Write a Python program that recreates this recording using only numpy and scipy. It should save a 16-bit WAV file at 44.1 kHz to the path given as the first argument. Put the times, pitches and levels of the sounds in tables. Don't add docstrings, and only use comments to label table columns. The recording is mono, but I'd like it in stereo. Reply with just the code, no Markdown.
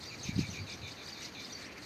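import sys
import numpy as np
from scipy import signal
from scipy.fft import rfft, irfft
from scipy.io import wavfile

SR = 44100
rng = np.random.default_rng(int(sys.argv[2]) if len(sys.argv) > 2 else 0)


def dump_mix(stems):
    frames = np.atleast_2d(stems).T
    limited = np.clip(frames, -1, 1)
    pcm = np.round(limited * 32767).astype(np.int16)
    wavfile.write(sys.argv[1], SR, pcm)


N = 81585

# freq_hz, gain_db
AIR_EQ = [(25, -19.5), (60, -5.5), (280, -1), (500, -7), (1000, -10), (1700, -10.5), (3000, -14),
          (6500, -28), (7300, -28), (14000, -36.5)]
# freq_hz, left_right_correlation
AIR_LIKENESS = [(60, 1), (280, 0.914), (620, 0.843), (1340, 0.563), (2900, 0.075), (14000, 0)]
# freq_hz, gain_db
RUMBLE_EQ = [(20, -23.5), (50, -12), (90, 6.5), (160, -2), (250, -13), (400, -27.5), (900, -54.5)]
# time_s, left_db, right_db
GUST_LEVELS = [(0, -58, -55), (.2, -54, -47), (.29, -46, -37.5), (.35, -57.5, -36.5), (0.419, -51, -26.5),
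               (.47, -59, -46), (.51, -45.5, -38.5), (.56, -56.5, -48.5), (0.629, -55, -37),
               (.68, -71.5, -49.5), (.79, -66.5, -51), (.84, -54.5, -40.5), (.98, -64, -60),
               (1.85, -67, -70.5)]
# time_s, pitch_hz, peak_db
BUFFETS = [(0.294, 143, -18), (0.334, 118, -27), (0.365, 132, -22.5), (.382, 166.4, -16),
           (0.3926, 194.9, -11), (0.4129, 130, -26.5), (.493, 132, -26.5)]
# freq_hz, gain_db
CHATTER_EQ = [(1200, -20), (1900, 2.5), (2350, 7.5), (3050, -25.5), (3600, -1), (4550, 7), (5200, -5),
              (6750, -3), (7000, -17), (10800, -41.5), (11900, -16), (14300, -25)]
# time_s, level_db
CHATTER_LEVELS = [(0, -49), (.21, -50), (.33, -49.5), (.56, -48.5), (.65, -54.5), (.79, -54), (.9, -53),
                  (1.25, -43.5), (1.32, -56), (1.42, -47.5), (1.7, -56), (1.85, -50)]
# freq_hz, gain_db
FIZZ_EQ = [(4000, -32.5), (6000, 8.5), (7500, 3.5), (9200, 0), (10500, -24.5), (12000, -24), (14300, -24)]
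# top_s, top_hz, rise_s, fall_s, level_db, second_voice_relative_db
CHIRPS = [(0.015, 4450, .011, 0.0152, -46, -1.5), (.04, 4400, 0.01386, 0.015, -43, -2),
          (.2, 4868, 0.0068, 0.0077, -44.5, -15), (0.223, 4687, .017, 0.031, -43.5, -26),
          (0.365, 4462, 0.0098, 0.026, -42.5, -3), (.396, 4565, .014, 0.013, -40.5, -4),
          (.471, 4436, 0.00216, 0.0088, -42.5, -19), (.491, 4369, .016, 0.0216, -45, -12.5),
          (0.703, 4397, 0.0076, 0.0133, -45.5, 0.5), (.728, 4519, 0.014, 0.0177, -46, 1.5),
          (.92, 4400, 0.01825, 0.0202, -47, 1.5), (1.064, 4630, 0.0038, 0.0179, -42.5, -21),
          (1.091, 4550, 0.016, 0.0217, -45.5, 2), (1.212, 3900, 0.00442, 0.0207, -44, -11),
          (1.257, 4533, .014, .022, -44, 1), (1.451, 4511, 0.0192, 0.0296, -45, 1),
          (1.486, 4730, .005, 0.0104, -55.5, -6.5), (1.515, 4540, 0.0225, 0.019, -46.5, -17),
          (1.621, 4480, 0.00476, .0106, -42.5, -13.5), (1.648, 4400, 0.0248, 0.0112, -48.5, 2),
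          (1.825, 4393, .0046, 0.0114, -47.5, -6), (1.847, 4320, 0.0113, 0.0102, -47.5, -8)]
# start_s, pitch_hz, level_db
PIPS = [(.047, 5720, -52), (0.231, 6320, -41), (0.5, 6090, -43.5), (.734, 5870, -48.5),
        (1.218, 5950, -47.5), (1.523, 5911, -45), (1.657, 5596, -53)]
# start_s, length_s, pitch_hz, level_db
WHISTLES = [(0.065, 0.0506, 4704, -45.5), (.589, 0.057, 4656, -49), (1.118, 0.0386, 4660, -44.5),
            (1.518, 0.026, 4680, -46.5), (1.546, 0.0298, 4610, -39.5), (1.565, 0.058, 4640, -51)]
# start_s, length_s, upper_hz, upper_db, lower_db, swing_anchor_s
WARBLES = [(0.09, 0.0646, 4250, -50, -44, 0.085), (.241, 0.0818, 4100, -46.5, -43, 0.2306),
           (.394, 0.0756, 3950, -49, -42, 0.36), (0.525, 0.0858, 4050, -48, -43, .546),
           (.663, 0.0837, 3850, -46.5, -44.5, 0.7), (0.81, 0.0898, 3900, -45, -45.5, 0.855),
           (.962, 0.081, 3870, -48, -50, 0.86), (1.135, 0.0794, 3900, -49, -50.5, 1.343),
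           (1.338, 0.0876, 3820, -45, -47, 1.355)]
# start_s, length_s, level_db
RASPS = [(0.236, 0.0675, -43.5), (.38, .052, -43), (.51, 0.0703, -46.5), (.685, 0.0813, -51),
         (.871, 0.038, -48.5), (1.09, 0.02, -46.5), (1.214, 0.0668, -47), (1.39, 0.0485, -51.5),
         (1.57, 0.0615, -51.5)]
# freq_hz, gain_db
RASP_EQ = [(1200, -33), (2300, 4.5), (3050, -0.5), (3700, 2.5), (4500, -5.5), (5400, -1), (6750, -0.5),
           (7000, -10.5), (10800, -22), (12000, -21.5), (14300, -23.5)]
# start_s, length_s, pitch_hz, level_db
FAR_CALLS = [(1.207, 0.045, 2210, -49), (1.573, 0.1216, 2110, -48), (1.653, 0.093, 2530, -49.5),
             (1.755, 0.0495, 2210, -46)]
# freq_hz, gain_db
LEFT_EQ = [(1000, -6.5), (2300, -15.5), (3500, -4), (4200, -11.5), (5400, -2), (6700, -13), (10000, 0.5),
           (12000, 1)]
# freq_hz, gain_db
RIGHT_EQ = [(2500, 0), (3100, 1.5), (3600, 0), (9000, 0), (10500, -9)]


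def amp(db):
    return 10 ** (np.asarray(db) / 20)


def unit(x):
    return x / np.sqrt(np.mean(x ** 2) + 1e-20)


def read(points, hz):
    freq_hz, value = np.transpose(points)
    return np.interp(np.log(hz + 1), np.log(freq_hz + 1), value)


def colour(x, eq):
    hz = np.fft.rfftfreq(x.shape[-1], 1 / SR)
    return irfft(rfft(x) * amp(read(eq, hz)), x.shape[-1])


def noise(eq):
    return unit(colour(rng.standard_normal(N), eq))


def drift(count, rate_hz):
    hz = np.fft.rfftfreq(count + 4096, 1 / SR)
    white = rfft(rng.standard_normal(2 * len(hz) - 2))
    return unit(irfft(white / (1 + (hz / rate_hz) ** 4)))[:count]


def add(mix, start_s, sound):
    part = mix[max(round(start_s * SR), 0):][:len(sound)]
    part += sound[:len(part)]


def gate(t, attack_s, release_s):
    return np.clip(t / attack_s, 0, 1) * np.clip((t[-1] - t) / release_s, 0, 1)


def air(level_db=-50):
    left, other = rfft(noise(AIR_EQ)), rfft(noise(AIR_EQ))
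    likeness = read(AIR_LIKENESS, np.fft.rfftfreq(N, 1 / SR))
    right = likeness * left + np.sqrt(1 - likeness ** 2) * other
    return amp(level_db) * irfft(np.array([left, right]), N)


def wind():
    t = np.arange(N) / SR
    time_s, *sides_db = np.transpose(GUST_LEVELS)
    out = np.array([noise(RUMBLE_EQ) * amp(np.interp(t, time_s, db)) for db in sides_db])
    for at_s, pitch_hz, peak_db in BUFFETS:
        spread = (np.pi * pitch_hz * (t - at_s)) ** 2
        out[1] += amp(peak_db) * (1 - 2 * spread) * np.exp(-spread)
    return out


def voice(hz, jitter=.018, flutter=.25, rate_hz=475):
    phase = 2 * np.pi * np.cumsum(hz * (1 + jitter * drift(len(hz), rate_hz))) / SR
    return np.sqrt(2) * np.sin(phase) * (1 + flutter * drift(len(hz), rate_hz))


def chatter(twitters_per_s=74, twitter_hz=4200, twitter_db=-62.5):
    swell_db = np.interp(np.arange(N) / SR, *np.transpose(CHATTER_LEVELS))
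    out = noise(CHATTER_EQ) * amp(swell_db + 2.58 * drift(N, 40.2))
    t = np.arange(0, .03, 1 / SR)
    for when, pitch, glide in rng.uniform(-1.1, 1, (round(twitters_per_s * N / SR), 3)):
        hz = twitter_hz * (1 + .079 * (pitch + glide * np.cos(np.pi * t / t[-1])))
        add(out, (when + 1) / 2 * N / SR, amp(twitter_db) * np.hanning(len(t)) * voice(hz))
    return out


def palm(dry, fronds_db=-10.5, tail_db=-8, early_s=.00743, t60_s=.113, right_delay_s=.00016064):
    t = np.arange(SR // 2) / SR
    taps = rng.standard_normal((2, len(t))) * (rng.random((2, len(t))) < .1)
    early = unit(taps * (t < early_s))
    tail = unit(taps * (t >= early_s) * amp(-60 * t / t60_s))
    echoes = (amp(fronds_db) * early + amp(tail_db) * tail) / np.sqrt(len(t))
    wet = signal.fftconvolve(dry[None], echoes, axes=1)[:, :N]
    delay = np.exp(-2j * np.pi * np.fft.rfftfreq(N, 1 / SR) * right_delay_s)
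    return np.array([dry, irfft(rfft(dry) * delay, N)]) + wet


def fizz(level_db=-59, tick_db=3.5, tick_hz=187.9, swell_s=.055, fade_s=.052):
    t = np.arange(N) / SR
    power = sum(np.interp(t - top_s, [-swell_s, 0, fade_s], [0, 1, 0]) ** 2 for top_s, *_ in CHIRPS)
    return amp(level_db + tick_db * drift(N, tick_hz)) * np.sqrt(power) * noise(FIZZ_EQ)


def chirp(top_s, top_hz, rise_s, fall_s, level_db, second_db):
    rise_width_s, fall_width_s = .006531, .017
    t = np.arange(-rise_s, fall_s, 1 / SR)
    foot = np.where(t < 0, .8, .48)
    width_s = np.where(t < 0, rise_width_s, fall_width_s)
    hz = top_hz * (foot + (1 - foot) * np.exp(-(abs(t) / width_s) ** 1.469))
    second = amp(second_db) * np.exp(-(t / fall_width_s) ** 2) * voice(hz * 1.145, flutter=.358)
    octave = amp(-17.5) / (1 + (2 * hz / 7980) ** 16) * voice(2 * hz)
    fade_db = -8 * np.clip(t / fall_s, 0, 1)
    envelope = amp(level_db + fade_db) * gate(t + rise_s, .00184, .00095)
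    return top_s - rise_s, envelope * (voice(hz) + second + octave)


def pip(start_s, pitch_hz, level_db, length_s=.02, wobble_hz=112, wobble=.032, sag=.06):
    t = np.arange(0, length_s, 1 / SR)
    hz = pitch_hz * (1 + wobble * np.cos(2 * np.pi * wobble_hz * t) + sag * (.5 - t / length_s))
    return start_s, amp(level_db) * gate(t, .00165, .0057) * voice(hz)


def whistle(start_s, length_s, pitch_hz, level_db, sag_hz_per_s=2640):
    t = np.arange(0, length_s, 1 / SR)
    tone = voice(pitch_hz - sag_hz_per_s * t, jitter=.017, flutter=.3)
    return start_s, amp(level_db) * gate(t, .0048, .0241) * tone


def warble(start_s, length_s, upper_hz, upper_db, lower_db, anchor_s):
    lower_hz, swing_hz, settle_s = 2352.2, 61.64, .012
    upper_depth, lower_depth = .0956, .043
    t = np.arange(0, length_s, 1 / SR)
    turn = 2 * np.pi * swing_hz * (start_s + t - anchor_s)
    swing = -np.cos(turn) - .145 * np.sin(2 * turn)
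    lift = np.exp(-t / settle_s)
    upper = voice(upper_hz * (1 + upper_depth * swing + .1134 * lift))
    upper *= 1 - .33 * np.sin(turn - .7)
    lower = voice(lower_hz * (1 + lower_depth * swing + .3 * lift))
    lower *= (1 - lift) * (1 - .243 * np.sin(turn))
    sum_tone = amp(-13.5) * voice((upper_hz + lower_hz) * (1.015 + lower_depth * swing))
    blend = amp(upper_db) * upper + amp(lower_db) * (lower + sum_tone)
    return start_s, gate(t, .0078, .01126) * blend


def rasp(start_s, length_s, level_db, buzz_hz=187.9, depth=.21):
    t = np.arange(0, length_s, 1 / SR)
    pulse_hz = buzz_hz * (1 + .287 * drift(len(t), 103.3))
    pulses = 1 + depth * np.sin(2 * np.pi * np.cumsum(pulse_hz) / SR)
    return start_s, amp(level_db) * gate(t, .0042, .0098) * pulses * noise(RASP_EQ)[:len(t)]


def far_call(start_s, length_s, pitch_hz, level_db):
    t = np.arange(0, length_s, 1 / SR)
    tone = voice(np.full(len(t), pitch_hz), jitter=.1248, flutter=.505)
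    return start_s, amp(level_db) * gate(t, .00496, .0178) * tone


def scene():
    birds = palm(chatter()) + np.array([fizz(), fizz()])
    for call, table in ((chirp, CHIRPS), (pip, PIPS), (whistle, WHISTLES),
                        (warble, WARBLES), (rasp, RASPS), (far_call, FAR_CALLS)):
        perch = np.zeros(N)
        for row in table:
            add(perch, *call(*row))
        birds += palm(perch)
    return np.array([colour(birds[0], LEFT_EQ), colour(birds[1], RIGHT_EQ)]) + air() + wind()


def record(dry):
    low_cut_hz, high_cut_hz = 46, 14300
    hz = np.fft.rfftfreq(N, 1 / SR)
    trimmed = irfft(rfft(dry) * hz ** 3 / np.sqrt(hz ** 6 + low_cut_hz ** 6), N)
    high_cut = signal.firwin(511, high_cut_hz, window=("kaiser", 9), fs=SR)
    return signal.oaconvolve(trimmed, high_cut[None], "same", axes=1)


dry = scene()
out = record(dry)
dump_mix(out)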